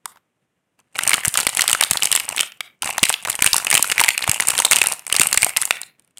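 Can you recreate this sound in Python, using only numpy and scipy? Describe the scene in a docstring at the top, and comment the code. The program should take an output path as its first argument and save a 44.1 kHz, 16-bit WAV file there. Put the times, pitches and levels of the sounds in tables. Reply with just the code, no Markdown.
"""Sharp snaps of a thin plastic bar wrapper, squeezed by two hands just under a phone microphone in a quiet room.
Each snap is a noise crack with a ringing panel; many tiny filtered noise ticks make a fine crackle around them.
The loudest snaps overload the microphone; short low thumps, decaying sines, come with some of them.
The walls answer the wrapper a moment later with fading noise echoes, over a faint room tone."""
import sys
import numpy as np
from scipy import signal
from scipy.fft import rfft, irfft, next_fast_len
from scipy.io import wavfile
from scipy.ndimage import uniform_filter1d

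SR = 44100
rng = np.random.default_rng(int(sys.argv[2]) if len(sys.argv) > 2 else 0)


def rack_gain(trim_db):
    """Turn a fader trim in dB into the linear factor to multiply a signal by."""
    fader = np.asarray(trim_db, float)
    return 10 ** (fader / 20)


def bounce(signal):
    """Save signal as a 16-bit WAV file at the path given by the first command-line argument."""
    frames = np.transpose(np.atleast_2d(signal))
    limited = np.clip(frames, -1, 1)
    pcm = np.round(limited * 32767).astype(np.int16)
    wavfile.write(sys.argv[1], SR, pcm)


N = 272979  # length in samples

# The buckling snaps that stand out at the microphone.
# Each row: time in seconds, crack level in dB before the film colours it, panel ring peak in dB, panel pitch in Hz.
SNAP_EVENTS = [(0.0571, -5, -15, 928), (0.1586, -52, -42, 990), (0.1715, -57, -38.5, 960),
               (0.7912, -52.5, -41, 910), (0.804, -52.5, -48, 2810), (0.955, -24.5, -18, 2240),
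               (0.9896, -2, -3, 1870), (1.035, 1.5, -12.5, 2950), (1.0761, 9.5, -14.5, 2840),
               (1.094, 7, -8.5, 2200), (1.1156, -15, -4.5, 2190), (1.1326, -10, -1, 2210),
               (1.1412, 6, 2.5, 2890), (1.2354, -17, -14.5, 1830), (1.25, 3, -5.5, 2020),
               (1.2557, 4.5, -27.5, 2710), (1.2812, 5.5, -18, 3180), (1.3412, 2.5, -13.5, 3220),
               (1.3549, -13, -7.5, 1200), (1.374, 8, -5, 2900), (1.3853, -6, -19.5, 1830),
               (1.4017, 3, -15, 3730), (1.4073, -2.5, -10.5, 4180), (1.4681, 7.5, -3, 1910),
               (1.492, -1.5, -17.5, 2920), (1.55, -2.5, -22, 913), (1.5712, 5.5, -6.5, 2870),
               (1.5934, 0.5, -3.5, 2000), (1.6088, 4.5, -7, 3460), (1.619, 8, -7, 3430),
               (1.6788, 6.5, -2, 3950), (1.6966, 3.5, -7.5, 2960), (1.7058, -1, -13, 2880),
               (1.7144, 4.5, -21, 3670), (1.73, 9.5, -0.5, 2970), (1.8101, 9, -1, 1964),
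               (1.8266, -8, -4.5, 2890), (1.8361, 8, 0.5, 3650), (1.9104, 12.5, -8.5, 3070),
               (1.9333, 2.5, -11, 3610), (1.9718, 0, -4.5, 3710), (2.0232, -3.5, -2, 2950),
               (2.0326, 8.5, -14, 2090), (2.0436, -0.5, -13, 2970), (2.0559, 6, -18, 2980),
               (2.1161, 7, -8, 3030), (2.1264, 6, -3.5, 3160), (2.1518, 7, -9.5, 1970),
               (2.1613, 9, -6, 3030), (2.199, 2, -14, 2810), (2.2902, 1, -30, 2500),
               (2.3257, -18, -19.5, 730), (2.347, -34, -21, 850), (2.3637, -2.5, -21, 2980),
               (2.3731, -4, -14.5, 1700), (2.3799, -31, -7, 2870), (2.3929, -6, -4, 2710),
               (2.4037, -7.5, -5.5, 2850), (2.4083, 3.5, -5, 2850), (2.4308, -8, -13, 3060),
               (2.5203, -25.5, -26, 2680), (2.6065, -11, -8.5, 2230), (2.8219, 0, -11.5, 2870),
               (2.8316, -17, -9.5, 930), (2.8751, -5.5, -12, 1960), (2.8917, -10, -11.5, 855),
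               (2.9072, -12, -11.5, 2810), (2.981, 1, -4.5, 930), (3.031, 10, 6, 2815),
               (3.037, 4.5, 2, 2490), (3.0536, 3, -9.5, 2790), (3.0876, -2, -14, 2940),
               (3.0943, 6.5, -11, 2030), (3.1007, -1.5, -4.5, 900), (3.1268, -1, -12.5, 2830),
               (3.1402, -11, -3.5, 2820), (3.2504, -7, -10, 1920), (3.2736, -22, -12, 1110),
               (3.284, -16, -14, 1480), (3.2998, 7, -15.5, 2790), (3.3282, -10.5, -17.5, 3500),
               (3.3536, -3.5, -16.5, 2790), (3.405, -20.5, -17.5, 2190), (3.4224, 13, 1, 2220),
               (3.4439, 6, -8, 1523), (3.4624, 11.5, 2, 2320), (3.474, -1.5, -5.5, 2770),
               (3.5313, 7.5, 4.5, 4640), (3.544, 4, -21.5, 950), (3.5648, 10, -14, 4390),
               (3.581, 5, -13, 1800), (3.6476, -2, -18, 3960), (3.6686, -2.5, -5, 2680),
               (3.7024, 4.5, -13.5, 2900), (3.7131, 7, -5, 1900), (3.7277, 0.5, 0.5, 1920),
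               (3.7417, 11, -7.5, 2520), (3.7515, 10.5, 1.5, 2880), (3.7772, 7, 3, 2750),
               (3.8261, 13.5, -14.5, 2470), (3.8996, -2, -8, 2810), (3.9161, 3.5, -12, 1960),
               (3.9201, -2, -2.5, 2420), (3.9799, -10, 0.5, 2180), (3.996, -8, 3, 2000),
               (4.003, 6, -2.5, 740), (4.0129, 5, -1.5, 930), (4.0377, 3.5, -1.5, 2870),
               (4.0454, 0, -6.5, 2040), (4.0825, -0.5, -2, 2120), (4.0883, 11, 3.5, 2080),
               (4.178, 2, -5.5, 2610), (4.2237, -11, -8.5, 4070), (4.2411, -6, -6.5, 1980),
               (4.277, -3, -6.5, 950), (4.295, 7, -7.5, 2730), (4.3148, 7, -24, 3310),
               (4.344, -3, -14, 2890), (4.3998, -6.5, -2, 2140), (4.4057, 5.5, -17.5, 4130),
               (4.4228, 0, -8.5, 2720), (4.4722, 3.5, -25.5, 2570), (4.485, 11, -19.5, 2040),
               (4.5039, 5.5, -7, 2720), (4.5521, -4.5, -14, 2860), (4.579, 2.5, -8, 3400),
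               (4.589, 4.5, -1.5, 3310), (4.6009, 8.5, -4, 1020), (4.6491, 5.5, 0, 3490),
               (4.6526, 6.5, -8.5, 4160), (4.712, 11.5, 2, 2100), (4.7199, 7.5, 0.5, 2210),
               (4.7265, 4.5, -11.5, 2010), (4.7317, 6.5, 2, 2960), (4.76, 7.5, -11.5, 2920),
               (4.7663, 4, -2, 2915), (4.7863, 3, -7.5, 2850), (4.8162, 7, 4.5, 2560),
               (4.8393, 1.5, -9.5, 2050), (4.86, -6.5, -9, 2820), (4.8701, 9, -30, 3120),
               (4.9219, 4, -23.5, 4240), (4.9357, -4.5, -35, 3880), (4.994, -11, -31, 2880),
               (5.0669, -5, -20.5, 2220), (5.0989, -18.5, -13.5, 2200), (5.1257, 8, -1.5, 2980),
               (5.1514, -3, -6, 2860), (5.1646, 5, -3, 4600), (5.1968, 11.5, -1.5, 2250),
               (5.2091, 5.5, -7, 3000), (5.216, 12.5, 1, 2985), (5.2336, 3.5, -19, 2140),
               (5.2628, -11.5, -28, 2120), (5.2704, 6.5, -14.5, 2960), (5.3135, -3.5, -25.5, 2870),
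               (5.3284, 9.5, -5, 4130), (5.3434, 3, -19.5, 1980), (5.3747, 12, 2.5, 2224),
               (5.4209, 5, -15.5, 4390), (5.4301, 6.5, 1, 2470), (5.4457, 9.5, -9, 4020),
               (5.4932, -1.5, -17, 2660), (5.5649, -8.5, -3.5, 2890), (5.5704, 11.5, -18, 2270),
               (5.5827, -12.5, -22.5, 962), (5.6164, 3, -18, 2050), (5.6227, 2, -20, 3510),
               (5.6539, 4, -40, 2110), (5.708, 1.5, 2.5, 2300), (5.769, -26, -21.5, 2360),
               (5.8157, -3.5, -25.5, 2240), (5.8321, -19, -20, 3990), (5.9961, -29.5, -49, 3470),
               (6.0222, -36, -53, 3390), (6.0476, -35.5, -57.5, 2370), (6.0766, -36.5, -49, 2370),
               (6.1088, -36, -53.5, 2450), (6.173, -22, -30.5, 3000), (6.1826, -16.5, -58, 2780)]
# Colour of the film as heard through the close microphone. Each row: frequency in Hz, gain in dB.
FILM_COLOUR = [(88, 2), (150, 2.5), (376, -3), (837, 6.5), (1560, -3.5), (2870, 2), (3220, -13),
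               (5790, -13.5), (8560, -1), (14800, -20.5), (16000, -27)]
SUPPRESS_DB = 12  # the most by which the phone turns faint sound down


def unit(x):
    """Scaled to rms 1."""
    return x / np.sqrt(np.mean(x ** 2) + 1e-20)


def along(points, hz):
    """(Hz, value) points read on a log frequency axis."""
    f, v = np.transpose(points)
    return np.interp(np.log(hz + 1), np.log(f + 1), v)


def filtered(x, response):
    """x shaped by a response given as a function of frequency in Hz."""
    m = next_fast_len(x.shape[-1] + 8192)  # zeros at the end leave room for ringing
    spectrum = rfft(x, m) * response(np.fft.rfftfreq(m, 1 / SR))
    return irfft(spectrum, m)[..., :x.shape[-1]]


def placed(rows, times):
    """Sum of short sounds, one per row, each starting at its time in seconds."""
    at = np.round(times * SR).astype(int)[:, None] + np.arange(rows.shape[1])
    return np.bincount(at.ravel(), rows.ravel(), N + SR)[:N]


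def bursts(count, t60, rise):
    """Rows of noise that jump up and die within milliseconds, each with the energy of its peak-1 envelope."""
    t = np.arange(1024) / SR
    shape = rack_gain(-60 * t / t60) * (1 - np.exp(-t / rise))
    rows = rng.standard_normal((count, len(t))) * shape
    norm = np.linalg.norm(shape, axis=-1, keepdims=True) / shape.max(axis=-1, keepdims=True)
    return rows * norm / np.linalg.norm(rows, axis=1, keepdims=True)


def resonance(hz, centre_hz, width_hz):
    """Causal response of one mode, gain 1 at its centre."""
    return 1j * hz * width_hz / (centre_hz ** 2 - hz ** 2 + 1j * hz * width_hz + 1e-9)


def folds():
    """The listed snaps, and after each strong one a weaker neighbouring fold that gives way in its wake."""
    # Pitches at which the panels of the pack ring. Each entry: frequency in Hz.
    panel_pitches = [930, 1360, 2050, 2870, 4050]
    strong_db = -2
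    delay_s, loss_db, spread_db = (.004, .022), 16.5, 6.5  # how much later, how much weaker, give or take
    rows = np.array(SNAP_EVENTS)
    gap, crack_luck, ring_luck, panel = rng.random((len(rows), 4)).T
    level_db = np.maximum(rows[:, 1], rows[:, 2])
    crack_db = level_db - loss_db + spread_db * (2 * crack_luck - 1)
    ring_db = level_db - loss_db + spread_db * (2 * ring_luck - 1) - 4.5
    pitch = np.take(panel_pitches, (panel * len(panel_pitches)).astype(int))
    when = rows[:, 0] + np.interp(gap, [0, 1], delay_s)
    neighbours = np.transpose([when, crack_db, ring_db, pitch])
    return np.vstack([rows, neighbours[level_db > strong_db]])


def snaps():
    """A buckling fold cracks broadly and sets the panel beside it ringing at its own pitch."""
    s, crack_db, ring_db, pitch = folds().T
    s = s - .0002  # the sound starts just ahead of the listed time
    pitch = pitch[:, None]

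    # a bigger fold takes longer to give way
    life_s = 0.0045 + 0.0023 * rack_gain(np.minimum(crack_db, 6))[:, None]
    noise = bursts(len(s), t60=life_s, rise=0.00015)
    crack = placed(rack_gain(crack_db)[:, None] * noise, s)

    def crack_colour(hz):
        bright = 1 - 0.94 / (1 + (hz / 3600) ** 6)  # the crack carries little low tone
        return rack_gain(along(FILM_COLOUR, hz)) * bright

    def panel_colour(hz):
        body = resonance(hz, 1640, 4400)  # the small pack radiates little bass or treble
        return (resonance(hz, pitch, .25 * pitch) + 0.16) * body

    crack = filtered(crack, crack_colour)
    ring = filtered(bursts(len(s), t60=0.014, rise=0.00014), panel_colour)
    ring /= np.abs(ring).max(axis=1, keepdims=True)
    return crack + placed(rack_gain(ring_db)[:, None] * ring, s)


def crackle():
    """Many small folds, each with its own colour, give way at random; a harder squeeze makes them louder."""
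    # How loud the squeeze makes the fine crackle. Each row: time in seconds, level in dB.
    squeeze_levels = [(0, -90), (0.77, -86), (.8, -62.5), (.86, -59.5), (0.919, -69), (0.958, -31.5),
                      (1.27, -30.5), (1.31, -53.5), (1.36, -28.5), (2.2, -33.5), (2.27, -32), (2.44, -41),
                      (2.53, -62.5), (2.818, -75.5), (2.831, -23.5), (3.15, -51.5), (3.219, -39),
                      (3.268, -30), (4.898, -30), (5.03, -48.5), (5.148, -29.5), (5.8, -46.5), (5.88, -90)]
    count, clumped, clump_s = 1200, .6, .018  # folds, share that gathers round a snap, how closely
    when, luck, tone, host, gathers = rng.random((count, 5)).T
    snap_s = np.array(SNAP_EVENTS)[(host * len(SNAP_EVENTS)).astype(int), 0]
    near_snap = snap_s + clump_s * rng.laplace(size=count)
    when = np.clip(np.where(gathers < clumped, near_snap, when * N / SR), 0, N / SR)
    size = rack_gain(-4 * np.log(1 - .98 * luck))  # a few folds are bigger than the rest
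    pitch = 1300 * np.exp(2.2 * tone[:, None])  # Hz
    noise = bursts(count, t60=0.011, rise=0.00023)
    ticks = filtered(noise, lambda hz: 0.2 + resonance(hz, pitch, .7 * pitch))
    together = placed(size[:, None] * ticks, when)
    film = unit(filtered(together, lambda hz: rack_gain(along(FILM_COLOUR, hz))))
    s, db = np.transpose(squeeze_levels)
    return rack_gain(np.interp(np.arange(N) / SR, s, db)) * film


def thumps():
    """Short low thumps that come with some of the loud, overloaded snaps: sines that die in a swing or two."""
    # The low thumps. Each row: start in seconds, peak in dB, pitch in Hz.
    thump_events = [(1.1432, -20.5, 315), (1.2779, -16.5, 135), (1.4684, -22.5, 256), (1.733, -31, 107),
                    (1.915, -21.5, 160), (3.029, -12, 230), (3.421, -19.5, 268), (3.46, -23.5, 106.7),
                    (3.5296, -30, 85.5), (3.749, -20, 320), (3.7975, -23.5, 269), (4.2912, -13.5, 116.6),
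                    (4.7115, -28, 217.6), (4.8187, -33, 86), (5.2005, -17, 256), (5.3722, -30, 206),
                    (5.4286, -29, 105.6)]
    s, db, pitch = np.transpose(thump_events)[:, :, None]
    t = np.arange(4096) / SR
    decay = rack_gain(-60 * t * pitch / 3)  # falls 60 dB in three cycles
    swing = np.sin(2 * np.pi * pitch * t) * decay * (1 - np.exp(-t / 0.00037))
    return placed(rack_gain(db) * swing / swing.max(axis=1, keepdims=True), s[:, 0])


def walls(x):
    """Faint near echoes, the walls after 16 ms, then a dying tail; every third of a second meets a new tail."""
    # How fast the room dies away. Each row: frequency in Hz, time to fall 60 dB in seconds.
    fade_times = [(300, 0.08), (2000, 0.38), (8000, 0.055), (15000, 0.36)]
    out, step = np.zeros(N + SR), SR // 3
    t = np.arange(SR // 2) / SR
    arrival = np.where(t < .016, rack_gain(-7), 1)
    for start in range(0, N, step):
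        hz, frames, z = signal.stft(rng.standard_normal(len(t)), SR, nperseg=256)
        fade = rack_gain(-60 * np.maximum(frames - .05, 0) / along(fade_times, hz)[:, None])  # starts after 50 ms
        tail = signal.istft(z * fade, SR, nperseg=256)[1][:len(t)] * arrival
        lumps = rng.standard_normal(len(t) // 128 + 1).repeat(128)[:len(t)]
        tail = tail * rack_gain(2.1 * lumps)  # echoes arrive in lumps a few milliseconds long
        answer = signal.fftconvolve(x[start:start + step], tail / np.linalg.norm(tail))
        out[start:][:len(answer)] += answer
    return out[:N]


def room_tone():
    """Faint steady noise of room and microphone, coloured by a fixed filter."""
    # Colour of the quiet room. Each row: frequency in Hz, gain in dB.
    quiet_colour = [(40, -16.5), (133, 1), (1040, -12), (2900, -15.5), (4500, -27.5), (8770, -23),
                    (16000, -37)]
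    noise = filtered(rng.standard_normal(N), lambda hz: rack_gain(along(quiet_colour, hz)))
    return rack_gain(-76 + SUPPRESS_DB) * unit(noise)  # raised by what the suppressor takes from faint sound


def scene():
    """Wrapper close by, its low thumps, its echo from the walls, and the room tone."""
    wrapper = snaps() + crackle()
    echo = rack_gain(-15.5) * walls(wrapper)
    return (wrapper + thumps() + echo + room_tone())[None]


def suppressor(x, knee_db, slope):
    """The phone turns faint sound down further, slope dB for each dB under the knee, so tails drop away early."""
    power = np.abs(uniform_filter1d(x ** 2, SR // 40))  # mean over 25 ms
    level_db = 10 * np.log10(power + 1e-12)
    return x * rack_gain(np.clip(slope * (level_db - knee_db), -SUPPRESS_DB, 0))


def band_limit(x):
    """A steep low-pass at the top of the band."""
    return signal.sosfilt(signal.butter(12, 16620, fs=SR, output="sos"), x)


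def record(dry):
    """Deep bass is cut, faint sound pushed down, the loudest snaps cut flat at full scale, the top band rolled off."""
    heard = filtered(dry, lambda hz: 1 / (1 + (55 / (hz + 1)) ** 4))
    flat = np.clip(suppressor(heard, knee_db=-55.0, slope=1.0), -1, 1)
    mix = filtered(flat, lambda hz: 1 / (1 + (hz / 16000) ** 40))
    return band_limit(mix)


dry = scene()
out = record(dry)
bounce(out)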